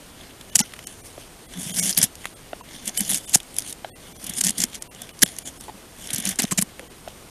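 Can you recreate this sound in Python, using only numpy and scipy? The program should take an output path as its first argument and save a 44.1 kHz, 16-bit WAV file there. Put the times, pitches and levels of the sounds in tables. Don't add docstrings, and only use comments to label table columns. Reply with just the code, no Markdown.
import sys
import numpy as np
from scipy import signal
from scipy.fft import rfft, irfft, next_fast_len
from scipy.io import wavfile
from scipy.ndimage import uniform_filter1d, minimum_filter1d

SR = 44100
rng = np.random.default_rng(int(sys.argv[2]) if len(sys.argv) > 2 else 0)


def natural_amplitude(level_db):
    exponent = np.asarray(level_db, float) / 20
    return 10 ** exponent


def inscribe(sig):
    pcm = np.round(np.clip(np.atleast_2d(sig).T, -1, 1) * 32767)
    wavfile.write(sys.argv[1], SR, pcm.astype(np.int16))


N = 321919

# freq_hz, density_db
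NOISE_SPECTRUM = [(12, -34), (20, 7), (140, 2.5), (199, 1), (317, 1), (1180, -7.5), (1780, -11),
                  (2400, -11), (2910, -12), (4770, -14), (8020, -14.5), (8700, -14.5), (9450, -14),
                  (11100, -18.5), (13900, -16)]
NOISE_DB = -45.5
# freq_hz, level_db
WHINES = [(8619, -63), (8689, -69), (8753, -87), (10815, -66)]

# freq_hz, density_db
EDGE_SPECTRUM = [(590, -49), (1000, -105), (1210, -126), (1500, -11.5), (2160, -11.5), (2520, -16.5),
                 (2970, -5.5), (3390, -11), (4370, -9), (6560, -3), (8170, -7), (10800, -2), (13900, -17.5)]
# freq_hz, width_hz, level_db
BLADE_MODES = [(2180, 150, -1), (1630, 120, -28), (6480, 1300, 9), (9130, 610, 15), (10700, 270, 9)]
# freq_hz, width_hz, level_db
BENDING_MODES = [(188, 82, -8.5), (240, 53, -4)]
# freq_hz, width_hz, level_db
WOOD_MODES = [(362, 73, 22), (620, 98, 7), (770, 190, 4), (1470, 350, -4), (2700, 340, -21)]

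# start_s, end_s, hiss_db, chatter_db
PUSHES = [(1.6, 1.76, -35, -42), (1.775, 1.91, -26.5, -36.5), (2.0, 2.045, -28, -32.5),
          (2.875, 2.888, -33, -41.5), (2.975, 3.025, -31.5, -37.5), (3.045, 3.085, -32, -43),
          (3.1, 3.165, -28, -38.5), (3.31, 3.355, -39, -44), (3.685, 3.705, -36, -49),
          (4.375, 4.39, -26.5, -39.5), (4.458, 4.495, -30, -35.5), (4.582, 4.635, -34, -38),
          (4.745, 4.76, -40.5, -43), (5.465, 5.488, -34.5, -41), (6.14, 6.24, -48, -42),
          (6.265, 6.325, -33.5, -36), (6.408, 6.425, -36.5, -38.5)]
BITE_DB_PER_S, RELEASE_DB_PER_S = 476, 730
# start_s, end_s, hiss_db, chatter_db
RUSTLES = [(.21, .22, -56, -46), (.53, .66, -50, -49.5), (.895, .905, -44, -47.5), (1.058, 1.066, -45, -62),
           (1.2, 1.22, -48.5, -53), (1.54, 1.58, -45.5, -46), (1.93, 1.97, -41, -55),
           (2.22, 2.28, -50, -53), (2.745, 2.76, -46.5, -44.5), (3.18, 3.2, -42, -47),
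           (3.27, 3.3, -40.5, -52), (3.57, 3.66, -44, -49), (4.07, 4.1, -50, -49), (4.22, 4.24, -43, -56),
           (4.26, 4.33, -46, -45), (4.69, 4.72, -50, -53), (5.02, 5.03, -47, -44.5),
           (5.25, 5.3, -43.5, -46), (5.37, 5.43, -49, -51.5), (5.6, 5.64, -45.5, -53.5),
           (6.02, 6.13, -48.5, -49.5), (2.78, 2.85, -48.5, -49.5), (6.05, 6.06, -42, -46),
           (6.47, 6.54, -47, -52)]
SWELL_DB_PER_S, SETTLE_DB_PER_S = 173, 200
# hiss_db, then chatter_db
HOVER_DB = [-60.5, -58]

# centre_s, level_db, colour_hz, width_s
SNAPS = [(.5569, -4, 7460, 0.0037), (.5515, -27, 9000, .002), (1.9745, -18, 5000, .002),
         (1.9783, -8, 11200, 0.0039), (1.9874, -13.5, 11000, 0.0052), (2.0163, -13, 6030, 0.0023),
         (2.0314, -9, 9100, 0.0064), (2.0421, -13.5, 10700, 0.0068), (2.878, -19, 7700, 0.0034),
         (3.3402, -21, 3500, 0.003), (3.5945, -26, 7000, 0.0022), (3.5862, -11.5, 9700, 0.0018),
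         (4.411, -14.5, 8060, 0.005), (4.4136, -13.5, 7100, 0.0013), (4.5853, -21.5, 9300, 0.0082),
         (4.621, -19.5, 6850, 0.0095), (4.6389, -11, 6100, 0.0029), (5.2208, -15, 6950, 0.00048),
         (5.2265, -10, 10500, 0.00066), (4.653, -33, 8100, .003), (6.2253, -32, 9000, .004),
         (6.2546, -19, 8900, 0.0051), (6.3112, -29, 7600, 0.0048), (6.398, -27, 6800, 0.0028),
         (6.4, -18.5, 4370, 0.0046), (6.472, -44, 5500, 0.003), (6.591, -25, 2460, 0.0053),
         (6.584, -21.5, 2140, 0.0034), (6.6157, -18.5, 10700, 0.0046), (6.6242, -13, 8800, 0.0028)]
# centre_s, level_db, colour_hz, width_s
SLIPS = [(1.7222, -29, 9500, 0.0022), (1.7293, -30, 9700, 0.0049), (1.7446, -29, 9700, 0.0041),
         (1.7514, -30, 9000, 0.004), (1.7627, -28, 10100, 0.0025), (1.769, -23, 8800, 0.0045),
         (1.778, -30, 9900, 0.0038), (1.7887, -18.5, 7900, 0.0056), (1.7977, -17, 8200, 0.0056),
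         (1.8293, -21, 9300, 0.0036), (1.8375, -23, 10000, 0.005), (1.8485, -22, 10100, 0.0054),
         (1.8749, -24, 7500, 0.0049), (1.8854, -28, 8200, 0.0034), (1.8947, -16, 7700, 0.0024),
         (1.9077, -22.5, 6800, 0.007), (1.9121, -23, 10100, 0.0029), (1.9286, -22, 5300, 0.0023),
         (1.9347, -30, 5500, 0.0024), (2.8583, -29.5, 9900, 0.0042), (2.8693, -38, 9500, 0.0026),
         (3.0947, -18, 10400, 0.002), (3.1009, -18, 9700, 0.006), (3.109, -18.5, 10800, 0.0035),
         (3.1155, -16, 10600, 0.0022), (3.135, -20, 8400, 0.0038), (3.1521, -22, 8400, 0.0021),
         (3.1585, -25, 6600, 0.0034), (3.1745, -22.5, 8800, 0.0034), (3.1824, -28, 9500, 0.0036),
         (4.3853, -25, 9700, 0.0036), (4.3913, -23, 10400, 0.002), (4.4401, -16, 6460, 0.0043),
         (4.448, -15, 8650, 0.0049), (4.4595, -22, 6600, 0.0031), (4.4646, -24, 7100, 0.0016),
         (4.469, -14.5, 7060, 0.004), (4.4751, -18, 6800, 0.0025), (4.4848, -21, 6800, 0.0049),
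         (4.4941, -16, 8400, 0.0032), (4.5071, -18, 9000, 0.0024), (4.7473, -31, 7900, 0.0022),
         (4.7551, -30.5, 6200, 0.006)]
# centre_s, level_db, colour_hz
CRACKS = [(0.5657, -16, 9750), (0.581, -29, 11000), (3.432, -38, 9000), (3.544, -35, 9500),
          (3.605, -31, 10500), (0.6034, -16, 6170), (0.8712, -25.5, 8500), (1.949, -28, 5800),
          (1.969, -24, 4790), (2.005, -32, 4840), (2.155, -34, 7820), (2.894, -25, 6260),
          (3.0076, -13, 10400), (3.05, -30, 6480), (3.1453, -13.5, 8150), (3.2957, -26, 10100),
          (3.321, -35, 6510), (3.372, -30, 9230), (3.5663, -25.5, 10700), (3.6223, -30, 6000),
          (3.727, -25, 8600), (4.3377, -27, 7210), (4.3753, -28, 6600), (4.824, -24, 7400),
          (4.9496, -38, 6770), (5.019, -27, 10300), (5.366, -34, 6380), (5.3869, -22, 9100),
          (5.61, -32.5, 9210), (6.074, -28.5, 7100), (6.147, -19, 10800), (6.3588, -31, 8020),
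          (6.422, -18, 11100), (6.5318, -26.5, 6850)]
# centre_s, level_db,
# colour_hz
TICKS = [(0.412, -35, 2900), (0.613, -24, 3160), (0.723, -40, 2870), (0.7377, -31.5, 2150),
         (0.7383, -34, 3040), (0.764, -39, 2180), (0.7914, -33.5, 2030), (.792, -37, 2970),
         (2.2447, -33, 1950), (2.2561, -21.5, 2060), (2.27, -37, 3000), (3.4033, -30, 3370),
         (4.7322, -35, 2950), (5.093, -34.5, 2740), (5.1921, -34, 5500), (5.263, -28, 3500),
         (6.0918, -33, 3250), (6.106, -25.5, 3270), (6.2634, -23.5, 2950), (5.2342, -7.5, 3080),
         (6.452, -26.5, 3220), (6.795, -30.5, 2200), (7.0838, -38, 3140)]
# centre_s, level_db, colour_hz
CATCHES = [(4.2433, -29.5, 10900), (4.268, -27, 10800), (4.2973, -24.5, 10300), (4.6045, -17, 6960),
           (6.1071, -28, 9000), (6.1621, -22, 6790), (6.1838, -22.5, 10600), (6.2023, -24.5, 9790),
           (6.2747, -20.5, 5900), (6.2919, -18.5, 10800), (7.085, -44, 6000)]
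CRACK_S, TICK_S, CATCH_S = 0.00206, 0.0026, 0.0052
# start_s, end_s, level_db, colour_hz
JUDDERS = [
    (1.62, 1.712, -35.5, 10900),
]
SLIP_GAP_S, SLIP_JITTER, SLIP_SPREAD_DB, SLIP_S, SLIP_TINT = 0.011, 0.35, -5, 0.0058, 0.06
# freq_hz, level_db
SNAP_TILT = [(1500, -1.5), (3000, -2), (5500, -0.5), (11500, 0), (13500, -3)]

# centre_s, level_db, pitch_hz, width_s
TAPS = [(0.5578, -42.5, 711, 0.012), (0.6079, -35, 850, 0.013), (1.9796, -43.5, 682, 0.012),
        (2.0385, -55, 600, 0.019), (2.8969, -43.5, 727, 0.014), (3.1202, -42, 668, 0.0077),
        (3.3565, -24, 767, 0.0032), (3.586, -46, 751, 0.0055), (4.4142, -41, 743, 0.006),
        (4.4688, -48, 726, 0.0062), (5.23, -15.5, 1650.0, 0.003), (5.2345, -21.5, 597.7, 0.0057),
        (5.69, -39, 850, 0.013), (6.399, -30.5, 741, 0.0065), (6.4424, -28.5, 699, 0.0042),
        (6.5224, -30.5, 1068, 0.0098), (6.5878, -33.5, 675, 0.0048), (6.6254, -37.5, 1065, 0.0059),
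        (6.798, -38, 521, 0.0071), (6.83, -47.5, 488, .035)]
# centre_s, level_db, pitch_hz, width_s
JOLTS = [(.5663, -29, 175, .0097), (.6086, -20.5, 217, 0.0064), (1.1804, -41, 335, .0065),
         (1.6716, -31.5, 166, .0089), (1.9886, -25, 184.6, 0.016), (2.0415, -26.5, 171, 0.0056),
         (2.5344, -40, 284, 0.0066), (2.883, -34, 219.5, 0.019), (3.0177, -28.5, 200.7, 0.016),
         (3.1073, -32, 223, .0034), (3.3602, -23.5, 164.4, 0.007), (4.3041, -32, 184.3, 0.011),
         (4.3899, -36, 251.4, .01), (4.4252, -38.5, 210, .012), (4.5018, -29.5, 211, 0.011),
         (4.5956, -28, 209, 0.0086), (4.6453, -25, 237.6, .0044), (5.2388, -22.5, 188, 0.01),
         (5.7565, -42.5, 203, 0.019), (6.117, -41, 247, 0.0088), (6.1445, -30, 151, 0.0099),
         (6.19, -27.5, 212, .0067), (6.397, -22.5, 267, 0.007), (6.4259, -30, 218.4, 0.0094),
         (6.4455, -19, 208, .006), (6.5269, -24, 188, 0.013), (6.5918, -18, 188, 0.012),
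         (6.6291, -26.5, 205, 0.01)]
# centre_s, level_db, width_s
SHUDDERS = [(1.5935, -30.5, 0.052), (1.713, -37, 0.027), (1.8023, -29.5, 0.049), (1.846, -28.5, 0.022),
            (1.891, -37, 0.02), (3.133, -37.5, 0.025), (4.243, -42.5, 0.022), (4.47, -29, 0.034),
            (4.62, -38, 0.033), (6.2844, -28, 0.028)]
SHUDDER_HZ = 190.8

# start_s, end_s, first_db, last_db, colour_hz
TEARS = [(0.585, 0.593, -32, -17, 7000), (.592, 0.595, -10.5, -19, 6600), (.597, 0.605, -18, -19, 6300),
         (0.609, 0.617, -32, -29, 9000), (2.975, 2.997, -14, -23, 9400), (3.331, 3.346, -29, -15, 8000),
         (3.346, 3.357, -7.5, -10, 7060), (3.361, 3.386, -29, -43, 9000), (5.21, 5.233, -40, -24, 8000),
         (5.252, 5.266, -46, -36, 9000), (5.2213, 5.23, -14, -11.5, 5900), (5.23, 5.234, -11.5, 1, 10000),
         (5.233, 5.237, -12, -24, 7000), (6.133, 6.142, -19.5, -27, 9900),
         (6.3887, 6.406, -17.5, -22.5, 7800), (6.389, 6.404, -29, -27, 2160),
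         (6.512, 6.528, -32.5, -36, 2000), (6.598, 6.612, -32, -41, 7900), (6.431, 6.442, -23.5, -23, 5900),
         (6.511, 6.526, -24.5, -21, 7800), (6.577, 6.592, -20, -15, 7340)]
TEAR_START_S, TEAR_STOP_S = 0.0011, 0.00065

# start_s, peak_db, pitch_hz, ring_s, upper_modes_db
RAPS = [(1.178, -23, 574, 0.0037, -10.5), (2.531, -18.5, 654, 0.0049, -6), (2.6098, -29.5, 1000, .006, -22),
        (3.8459, -18, 727, 0.0041, -5), (3.853, -33.5, 620, 0.0076, -8), (5.6812, -31, 860, .003, -10),
        (5.6832, -24, 830, 0.0028, -15), (5.6958, -24.5, 840, 0.0042, -12), (7.076, -21, 662, 0.0044, -9.5)]
# pitch_ratio, level_db, share_of_ring_time
RAP_MODES = [(2.2, -5, 0.86), (2.9, -8, 0.62), (4.3, -5, 0.47), (5.4, -10.5, 0.55)]

# centre_s, length_s
SOFT_DROPOUTS = [(s, .038) for s in (.513, 1.025, 1.475, 2.35, 2.626, 4.14, 4.183, 4.8, 5.125, 5.442, 5.592, 6.89)]
# centre_s, length_s
HARD_DROPOUTS = [(.858, .028), (3.915, .046), (3.94, .046), (4.895, .05)]
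# centre_s, length_s, level_db, tones_hz
WHISTLES = [(.627, .03, -43, (1421, 2024, 5404, 5878, 6384)),
            (1.728, .026, -43, (3176, 6696, 6976, 8774, 10486)),
            (1.812, .032, -36, (2217, 5867, 6718, 7396, 8516, 9485, 10723)),
            (2.987, .028, -31, (3025, 7655, 8290, 9442, 10077, 10885, 11251)),
            (3.265, .03, -51, (3574, 7967, 9000, 9560, 10217, 10594)),
            (5.247, .026, -42, (7655, 9087, 10723))]
LEAKS_S = [3.349, 3.586, 4.4135]
LEAK_DB = -9


def evened(x):
    return x / np.sqrt(np.mean(x ** 2) + 1e-20)


def coloured(x, points):
    f, db = np.transpose(points)
    size = next_fast_len(len(x))
    hz = np.fft.rfftfreq(size, 1 / SR)
    gain = natural_amplitude(np.interp(np.log(hz + 1), np.log(f + 1), db))
    return irfft(rfft(x, size) * gain, size)[:len(x)]


def resonate(x, hz, width):
    r = np.exp(-np.pi * width / SR)
    return 2 * signal.lfilter([1 - r], [1, -r * np.exp(2j * np.pi * hz / SR)], x).real


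def body(x, modes):
    return sum(natural_amplitude(db) * resonate(x, hz, width) for hz, width, db in modes)


def add(mix, s, sound):
    part = mix[max(round(s * SR), 0):][:len(sound)]
    part += sound[:len(part)]


def swell(width, rise, shortest, power=0.58):
    u = (np.arange(3000) - 1500) / (np.clip(width, shortest, .04) * SR)
    return np.exp(-np.where(u < 0, (u / rise) ** 2, abs(u / (1.2 - rise)) ** power))


def tearing(noise, hz, broad=1.0, sharp=0.073):
    own = evened(resonate(resonate(noise, hz, sharp * hz + 1300), hz, hz))
    hiss = broad * min(hz / 5000, 1) * evened(coloured(noise, EDGE_SPECTRUM))
    return coloured(hiss + own, SNAP_TILT)


def camera():
    flicker = natural_amplitude(0.51 * evened(uniform_filter1d(rng.standard_normal(N), size=1500)))
    hiss = natural_amplitude(NOISE_DB) * flicker * evened(coloured(rng.standard_normal(N), NOISE_SPECTRUM))
    whines = sum(natural_amplitude(db + 1) * evened(resonate(rng.standard_normal(N), hz, 15)) for hz, db in WHINES)
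    return hiss + whines


def pressure(rows, rise_db_per_s, fall_db_per_s):
    t = np.arange(0, N + 64, 64) / SR
    start, end, *level_db = np.transpose(rows)[:, :, None]
    off_db = rise_db_per_s * np.maximum(start - t, 0) + fall_db_per_s * np.maximum(t - end, 0)
    powers = [(natural_amplitude(db - off_db) ** 2).sum(0) for db in level_db]
    return np.array([np.interp(np.arange(N) / SR, t, power) for power in powers])


def strokes(grains_per_s=300, grain_db=6.0, smooth=0.61, ring_db=-1, patchy_db=3, hum_db=-4):
    sizes = (rng.random(N) < grains_per_s / SR) * natural_amplitude(grain_db * np.minimum(rng.exponential(1, N), 2))
    u = np.arange(400) / (0.00116 * SR)
    grains = evened(signal.oaconvolve(sizes, u * np.exp(-u))[:N])
    tear = rng.standard_normal(N) * (smooth + (1 - smooth) * grains)
    edge = evened(coloured(tear, EDGE_SPECTRUM)) + natural_amplitude(ring_db) * evened(body(tear, BLADE_MODES))

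    z = signal.stft(edge, nperseg=256)[2]
    patches = uniform_filter1d(rng.standard_normal(z.shape[::-1]), size=16, axis=0)
    patches = uniform_filter1d(patches, size=6, axis=1)
    edge = signal.istft(z * natural_amplitude(patchy_db * evened(patches).T), nperseg=256)[1][:N]
    low = signal.sosfiltfilt(signal.butter(4, 4200, fs=SR, output="sos"), edge)

    blade = 0.54 * evened(resonate(resonate(tear, 3540, 350), 3260, 600))
    bending = evened(resonate(body(rng.standard_normal(N), BENDING_MODES), 140, 150))
    hum = bending + 0.31 * evened(resonate(resonate(tear, 690, 400), 690, 400))

    push = pressure(PUSHES, BITE_DB_PER_S, RELEASE_DB_PER_S)
    rustle = pressure(RUSTLES, SWELL_DB_PER_S, SETTLE_DB_PER_S)
    hiss, chatter = np.sqrt(push + rustle + natural_amplitude(HOVER_DB)[:, None] ** 2)
    pressed = np.clip(chatter / natural_amplitude(-45), 0, 1)
    return hiss * evened(edge - low) + chatter * (evened(low) + pressed * blade + natural_amplitude(hum_db) * hum)


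def slip_rows():
    rows = list(SNAPS) + list(SLIPS)
    for table, width in ((CRACKS, CRACK_S), (TICKS, TICK_S), (CATCHES, CATCH_S)):
        rows += [(*r, width) for r in table]
    draws = rng.standard_normal((len(JUDDERS), 4, 12))
    for (start, end, db, hz), (a, b, c, d) in zip(JUDDERS, draws):
        order = np.arange(len(a))
        s = start + SLIP_GAP_S * (order + SLIP_JITTER * np.clip(a, -2, 2) * (order > 0))
        past_db = 4000 * np.maximum(s - end, 0)
        tint = np.minimum(hz * np.exp(SLIP_TINT * c), 11500)
        rows += zip(s, db + SLIP_SPREAD_DB * b - past_db, tint, SLIP_S * np.exp(0.17 * d))
    return rows


def slips(ragged_db=3, lift_db=1):
    out, rows = np.zeros(N), slip_rows()
    draws = rng.standard_normal((len(rows), 2, 3000))
    for (s, db, hz, width), (noise, ragged) in zip(rows, draws):
        rough = natural_amplitude(ragged_db * evened(uniform_filter1d(ragged, size=25)))
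        burst = swell(width, 0.53, 0.0004, power=0.83) * rough * tearing(noise, hz)
        heard = swell(np.hypot(width, .0017), .45, .0005)
        level = natural_amplitude(db + lift_db) * np.linalg.norm(heard) / np.linalg.norm(burst)
        add(out, s - 1500 / SR, level * burst)
    return out


def knocks(rows, shortest, rise, rough, upper, overtone):
    out, t = np.zeros(N), np.arange(3000) / SR
    for (s, db, hz, width), noise in zip(rows, rng.standard_normal((len(rows), 3000))):
        tones = np.sin(2 * np.pi * hz * t + noise[0])
        tones += upper * np.sin(2 * np.pi * 1.45 * hz * t + 3 * noise[1])
        rub = overtone * evened(body(noise, WOOD_MODES))
        rub += rough * evened(resonate(resonate(noise, hz, 0.47 * hz), hz, 0.47 * hz))
        shape = natural_amplitude(db) * swell(width, rise, shortest, power=1.24)
        add(out, s - 1500 / SR, shape * (np.sqrt(2) * tones + rub))
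    return out


def taps():
    return knocks(TAPS, 0.0038, rise=0.48, rough=0.48, upper=0.04, overtone=0.97)


def bends():
    shifts = rng.uniform(-0.86, 1, len(SHUDDERS))
    rows = list(JOLTS)
    for (s, db, width), shift in zip(SHUDDERS, shifts):
        rows.append((s, db, SHUDDER_HZ * (1 + 0.075 * shift), width))
    return knocks(rows, 0.0074, rise=0.63, rough=0.45, upper=0.25, overtone=0.076)


def tears(ragged_db=2.0):
    out, t = np.zeros(N), (np.arange(2000) - 300) / SR
    draws = rng.standard_normal((len(TEARS), 2, len(t)))
    for (start, end, first_db, last_db, hz), (noise, ragged) in zip(TEARS, draws):
        db = np.interp(t, [0, end - start], [first_db, last_db])
        db = db + ragged_db * evened(uniform_filter1d(ragged, size=30))
        outside = np.maximum(-t / TEAR_START_S, (t - end + start) / TEAR_STOP_S)
        gate = np.exp(-np.maximum(outside, 0) ** 2)
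        add(out, start + t[0], natural_amplitude(db) * gate * evened(tearing(noise, hz)))
    return out


def raps():
    out, t = np.zeros(N), np.arange(900) / SR
    for s, db, hz, ring, upper_db in RAPS:
        modes = [(1, 0, 0.84)] + [(k, upper_db + d, share) for k, d, share in RAP_MODES]
        for k, d, share in modes:
            envelope = (1 - np.exp(-2 * k * hz * t)) * np.exp(-(t / (share * ring)) ** 2)
            add(out, s, -natural_amplitude(db + d) * np.sin(2 * np.pi * k * hz * t) * envelope)
    return out


def scene():
    near = strokes() + slips() + taps() + bends() + tears() + raps()
    return (near + 0.057 * np.roll(near, 70) + camera())[None]


def dropouts(x, count=4, tone_db=3, left=0.054):
    out = x.copy()
    # centre_s, length_s, taper, share of the sound treated, whether peaks are kept
    spans = [(*r, 1, .93, 1) for r in SOFT_DROPOUTS] + [(*r, .6, 1, 1) for r in HARD_DROPOUTS]
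    spans += [(*r[:2], .7, 1 - left, 0) for r in WHISTLES]
    for s, length, taper, share, keep in spans:
        at = slice(round((s - length / 2) * SR), round((s + length / 2) * SR))
        size = len(x[at])
        z = rfft(share * out[at] * signal.windows.tukey(size, taper))
        hz = np.fft.rfftfreq(size, 1 / SR)
        inside = (hz > 800) & (hz < 12600)
        peaks = abs(z) == -minimum_filter1d(-abs(z), size=40)
        tops = abs(z) * inside * peaks
        kept = np.convolve(tops >= np.sort(tops)[-count], [1, 1, 1], "same") > 0
        out[at] -= irfft(z * inside * (1 - keep * natural_amplitude(tone_db) * kept), size)
    for s, length, db, tones in WHISTLES:
        t = np.arange(0, length, 1 / SR)
        chord = sum(np.sin(2 * np.pi * f * t + f) for f in tones)
        add(out, s - length / 2, natural_amplitude(db + 3) * np.sin(np.pi * t / length) * chord)
    return out


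def top_cut(x):
    return signal.sosfilt(signal.butter(12, 16300, fs=SR, output="sos"), x)


def record(dry):
    hot = np.clip(dry[0], -.92, .92)
    kept = coloured(hot, [(13700, 0), (13900, -3), (14250, -42), (16000, -56), (16600, -90)])
    opened = sum(np.exp(-((np.arange(N) / SR - s) / .004) ** 2) for s in LEAKS_S)
    leak = coloured(opened * hot, [(13900, -90), (14200, 0), (15900, -6), (16300, -70)])
    mix = dropouts(kept + natural_amplitude(LEAK_DB) * leak)[None]
    return top_cut(mix)


dry = scene()
out = record(dry)
inscribe(out)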